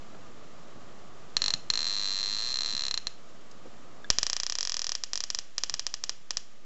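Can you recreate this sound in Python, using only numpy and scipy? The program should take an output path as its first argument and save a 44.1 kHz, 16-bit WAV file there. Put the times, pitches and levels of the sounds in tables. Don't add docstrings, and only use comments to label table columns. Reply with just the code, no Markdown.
import sys
import numpy as np
from scipy import signal
from scipy.fft import rfft, irfft
from scipy.io import wavfile

SR = 44100
rng = np.random.default_rng(int(sys.argv[2]) if len(sys.argv) > 2 else 0)


def master_out(mix):
    frames = np.transpose(np.atleast_2d(mix))
    ceiling = np.clip(frames, -1, 1)
    pcm = np.round(ceiling * 32767).astype(np.int16)
    wavfile.write(sys.argv[1], SR, pcm)


N = 293265

# (frequency [Hz], relative level per Hz [dB])
ROOM_NOISE_COLOUR = [(29, -42), (50, -11), (86, -5), (210, -1), (273, -3), (462, -5), (609, -4.5),
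                     (711, -5), (768, -8.5), (968, -11), (1220, -5), (1490, -15.5), (2000, -19),
                     (2600, -45.5), (4400, -120)]
HISS_COLOUR = [(880, -29), (1500, -5.5), (2900, -5.5), (3090, -4.5), (3310, -6), (5320, -9), (6920, -9),
               (7680, -12), (7900, -18), (10300, -52.5), (17400, -120)]
# (time [s], level [dB])
ROOM_NOISE_LEVEL = [(0, -52), (1.3, -52.5), (2.702, -56), (3.25, -56), (4.001, -53), (4.299, -63),
                    (5.498, -62), (6.65, -62)]
HISS_LEVEL = [(0, -60), (4.0, -61), (4.298, -58.5), (6.65, -63.5)]

# (time [s], level at the strongest point [dB], centre [Hz], width [Hz], length setting [s])
KNOCKS = [(0.143, -48.5, 930, 900, 0.009), (0.752, -47, 140, 220, 0.014), (1.475, -52, 850, 300, 0.016),
          (1.534, -50, 130, 162, 0.022), (2.731, -44.5, 221, 120, 0.01), (2.736, -45.5, 115, 70, 0.02),
          (3.512, -50.5, 5200, 5000, 0.0046), (3.651, -47.5, 410, 380, 0.015),
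          (3.671, -50, 170, 220, 0.0065), (5.697, -58, 100, 70, .04)]
# (frequency [Hz], level [dB], time to fall 60 dB [s])
TAP_TONES = [(1660, -35.5, 0.039), (3520, -40.5, 0.029), (4400, -51, .015)]
TAP_TIME_S = 4.0445

# (time [s], relative strength [dB])
SOCKET_SNAPS = [(1.3678, -16.5), (1.4193, -19.5), (1.441, -21.5), (1.461, -22.5), (1.4815, -20),
                (1.5052, -22), (1.5383, -19.5), (1.702, -17), (2.9112, -23), (2.9419, -23), (2.9761, -22.5),
                (3.07, -22.5)]
# (time [s], rate [sparks per s])
BUZZ_RATE = [(1.7374, 47.1), (1.887, 101.2), (2.19, 97.8), (2.389, 104.7), (2.517, 136.3), (2.528, 68.8),
             (2.636, 62.6), (2.662, 109.6), (2.718, 102.3), (2.74, 72.2), (2.8829, 65.4)]
# (time [s], pitch [Hz], ring level [dB])
SOCKET_RING = [(1.37, 4270, 2.5), (1.55, 4230, 3.5), (1.72, 4220, 2), (1.95, 4080, 6), (2.3, 4120, 5.5),
               (2.55, 4140, 5.5), (2.7, 4080, 5), (2.9, 4080, 2), (3.07, 4130, -1)]
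# (frequency [Hz], relative level [dB])
SOCKET_COLOUR = [(100, -11), (300, -5), (1000, 13), (2000, 20), (2700, 7), (3300, 21.5), (4000, 27.5),
                 (4500, 25), (5000, 13), (5800, 22.5), (6600, 20.5), (7200, 15.5), (7700, -6.5)]
# (delay [s], signed gain [ratio])
SOCKET_ECHOES = [(0.000609, -0.44), (0.000733, 0.14), (0.001018, -0.36), (0.001059, 0.27), (0.001144, 0.3),
                 (0.00135, -0.39), (0.001515, 0.32), (0.001894, 0.39), (0.002045, -0.23), (0.002345, 0.03),
                 (0.003328, 0.072), (0.003547, -0.12)]
# (frequency [Hz], relative level [dB])
BARE_COLOUR = [(100, -7), (400, 16.5), (1000, 15), (2200, 15.5), (3000, 25), (4000, 16), (5500, 18),
               (7000, 24.5), (7800, 7.5)]
# (frequency [Hz], time to fall 60 dB [s])
ROOM_DECAY = [(300, 0.13), (1500, 0.38), (4000, 0.35), (7500, 0.34)]

# (time [s], relative strength [dB])
TERMINAL_SNAPS = [(4.1027, -14), (4.1856, -18), (5.0373, -25), (5.1334, -24), (5.1565, -26),
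                  (5.1759, -28.5), (5.2052, -26.5), (5.2387, -26), (5.3027, -24.5), (5.3483, -24.5),
                  (5.3883, -24.5), (5.5815, -23), (5.6364, -21.4), (5.697, -25), (5.7409, -23.5),
                  (5.7952, -25.5), (5.8668, -23.5), (5.9409, -25.5), (6.0388, -24.5), (6.0946, -23.5),
                  (6.3075, -23.5), (6.3708, -23)]
# (time [s], rate [sparks per s])
RATTLE_RATE = [(4.229, 23.2), (4.293, 33.0), (4.341, 28.4), (4.491, 31.4), (4.515, 42.7), (4.569, 22.2),
               (4.591, 48.0), (4.8, 38.7), (4.874, 42.3), (4.9527, 27.5)]
# (frequency [Hz], relative level [dB])
TERMINAL_COLOUR = [(100, -3), (300, 5), (1000, 14.5), (2000, 14), (2700, 7), (3300, 14.5), (4000, 19.5),
                   (4500, 24), (5000, 29), (5800, 29.5), (6600, 20), (7200, 9), (7700, 0.5)]
# (delay [s], signed gain [ratio])
TERMINAL_ECHOES = [(0.001197, 0.43), (0.001373, -0.59), (0.00156, 0.41), (0.001867, 0.05),
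                   (0.002251, -0.16), (0.002462, 0.093), (0.002596, 0.044), (0.002868, 0.19),
                   (0.003084, -0.32), (0.00312, 0.33), (0.003247, 0.17), (0.007326, 0.099)]

RECHARGE_S = 0.023
INPUT_OFFSET = 0.015
TOP_HZ = 7980


def amp(db):
    return 10 ** (np.asarray(db) / 20)


def evened(x):
    return x / np.sqrt(np.mean(x ** 2) + 1e-20)


def read(points, hz):
    point_hz, value = np.transpose(points)
    return np.interp(np.log(hz + 1), np.log(point_hz + 1), value)


def follow(curve):
    return np.interp(np.arange(N) / SR, *np.transpose(curve))


def add(mix, s, sound):
    start = max(round(s * SR), 0)
    part = mix[start:][:len(sound)]
    part += sound[:len(part)]


def convolve(x, response):
    return signal.oaconvolve(x, response)[:N]


def resonate(x, hz, width_hz):
    turn = np.exp(2j * np.pi * np.cumsum(hz * np.ones(len(x))) / SR)
    r = np.exp(-np.pi * width_hz / SR)
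    smoothed = signal.lfilter([1 - r], [1, -r], x / turn + 1e-18)
    return 2 * (turn * smoothed).real


def background(spectrum, level, waver_db):
    hz = np.fft.rfftfreq(N, 1 / SR)
    noise = irfft(rfft(rng.standard_normal(N)) * amp(read(spectrum, hz)), N)
    slow = (hz > 1) * (hz < 20)
    waver = evened(irfft(rfft(rng.standard_normal(N)) * slow, N))
    return evened(noise) * amp(follow(level) + waver_db * waver)


def handling():
    t = np.arange(SR // 5) / SR
    out = np.zeros(N)
    for s, db, hz, width_hz, length in KNOCKS:
        noise = rng.standard_normal(len(t))
        rub = evened(resonate(resonate(noise, hz, width_hz), hz, width_hz))
        u = 2 * t / length
        swell = u * np.exp(1 - u)
        add(out, s, amp(db) * swell * rub)
    tap = sum(amp(db - 60 * t / t60) * np.sin(2 * np.pi * hz * t) for hz, db, t60 in TAP_TONES)
    add(out, TAP_TIME_S, tap)
    return out


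def spark_train(rate, full_db, sag_db, sag_s, jitter, scatter_db):
    t = np.arange(rate[0][0], rate[-1][0], 1 / SR)
    per_s = np.interp(t, *np.transpose(rate))
    cycles = np.cumsum(per_s) / SR
    count = round(cycles[-1]) + 1
    late, luck = rng.standard_normal((N // 100, 2))[:count].T
    s = np.interp(np.linspace(0, cycles[-1], count) + jitter * late, cycles, t)
    wait = np.maximum(np.diff(s, prepend=s[0] - 1 / per_s[0]), 1 / SR)
    charge_db = 20 * np.log10(1 - np.exp(-wait / RECHARGE_S))
    supply_db = full_db - sag_db * (1 - np.exp(-(s - s[0]) / sag_s))
    strength_db = supply_db + charge_db + scatter_db * luck
    return list(zip(s, strength_db))


def discharges(sparks, crooked, spread_s):
    out = np.zeros(N)
    chances = rng.random((len(sparks), 2))
    for (s, db), (lag, bend) in zip(sparks, chances):
        add(out, s, amp([db]))
        add(out, s + lag * spread_s, amp([db]) * crooked * (2 * bend - 1))
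    return out


def crack(colour, echoes, size=4096):
    hz = np.fft.fftfreq(size, 1 / SR)
    log_gain = np.log(amp(read(colour, abs(hz))))
    click = np.exp(signal.hilbert(log_gain).conj())
    paths = 1 + sum(gain * np.exp(-2j * np.pi * hz * delay) for delay, gain in echoes)
    return -np.fft.ifft(click * paths).real


def fizz(sparks, level_db, hz=7550, width_hz=800, fade_s=0.0045):
    fade = np.exp(-np.arange(SR // 20) / SR / fade_s)
    noise = rng.standard_normal(N) * convolve(abs(sparks), fade)
    return amp(level_db) * resonate(resonate(noise, hz, width_hz), hz, width_hz)


def room(x, near_db, far_db, near_s=0.0045, near_t60=0.049, far_s=0.022):
    t = np.arange(SR // 2) / SR
    near = rng.standard_normal(len(t)) * (t > near_s) * amp(-60 * t / near_t60)
    hz, when, bands = signal.stft(rng.standard_normal(len(t)) * (t > far_s), SR, nperseg=256)
    fading = bands * amp(-60 * when / read(ROOM_DECAY, hz)[:, None])
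    far = signal.istft(fading, SR)[1][:len(t)]
    response = amp(near_db) * near / np.linalg.norm(near) + amp(far_db) * far / np.linalg.norm(far)
    return convolve(x, response)


def socket_buzz(firings, width_hz=185, level_db=0.76, spill_db=-6, bare_db=-2):
    s, hz, ring_db = np.transpose(SOCKET_RING)
    t = np.arange(N) / SR
    sparks = discharges(firings, crooked=0.13, spread_s=0.00014)
    cracks = convolve(sparks, crack(SOCKET_COLOUR, SOCKET_ECHOES))
    ring = amp(np.interp(t, s, ring_db)) * resonate(cracks, np.interp(t, s, hz), width_hz)
    direct = amp(level_db) * (cracks + ring)
    bare = convolve(sparks, crack(BARE_COLOUR, []))
    outward = amp(spill_db) * direct + amp(bare_db) * bare
    return direct + fizz(sparks, level_db=-6.5) + room(outward, near_db=-12.0, far_db=-16.0)


def input_thumps(sparks, level_db, growth, recovery_s=0.02):
    t = np.arange(SR // 4) / SR
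    out = np.zeros(N)
    for s, db in sparks:
        add(out, s, amp(level_db + growth * db) * np.exp(-t / recovery_s))
    return out


def terminal_snaps(firings, level_db=3.5, spill_db=-9, bare_db=1.5):
    sparks = discharges(firings, crooked=0.16, spread_s=0.00011)
    direct = amp(level_db) * convolve(sparks, crack(TERMINAL_COLOUR, TERMINAL_ECHOES))
    bare = convolve(sparks, crack(BARE_COLOUR, []))
    outward = amp(spill_db) * direct + amp(bare_db) * bare
    return direct + fizz(sparks, level_db=-5) + room(outward, near_db=-13.0, far_db=-16.0)


def scene():
    room_noise = background(ROOM_NOISE_COLOUR, ROOM_NOISE_LEVEL, waver_db=0.3)
    hiss = background(HISS_COLOUR, HISS_LEVEL, waver_db=0.5)
    buzz = spark_train(BUZZ_RATE, full_db=-18.0, sag_db=2.5, sag_s=0.16, jitter=0.08, scatter_db=0.5)
    rattle = spark_train(RATTLE_RATE, full_db=-18.5, sag_db=5.0, sag_s=0.24, jitter=0.017, scatter_db=0.68)
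    socket = SOCKET_SNAPS + buzz
    terminal = TERMINAL_SNAPS + rattle
    thumps = input_thumps(socket, level_db=-3.5, growth=1.84)
    thumps += input_thumps(terminal, level_db=10.5, growth=2.43)
    mix = room_noise + hiss + handling() + socket_buzz(socket) + terminal_snaps(terminal) + thumps
    return mix[None]


def record(dry):
    clipped = np.clip(dry + INPUT_OFFSET, -0.9, 0.9)
    low_pass = signal.firwin(161, TOP_HZ, window=("kaiser", 7), fs=SR)
    return signal.oaconvolve(clipped, low_pass[None], "same")


dry = scene()
out = record(dry)
master_out(out)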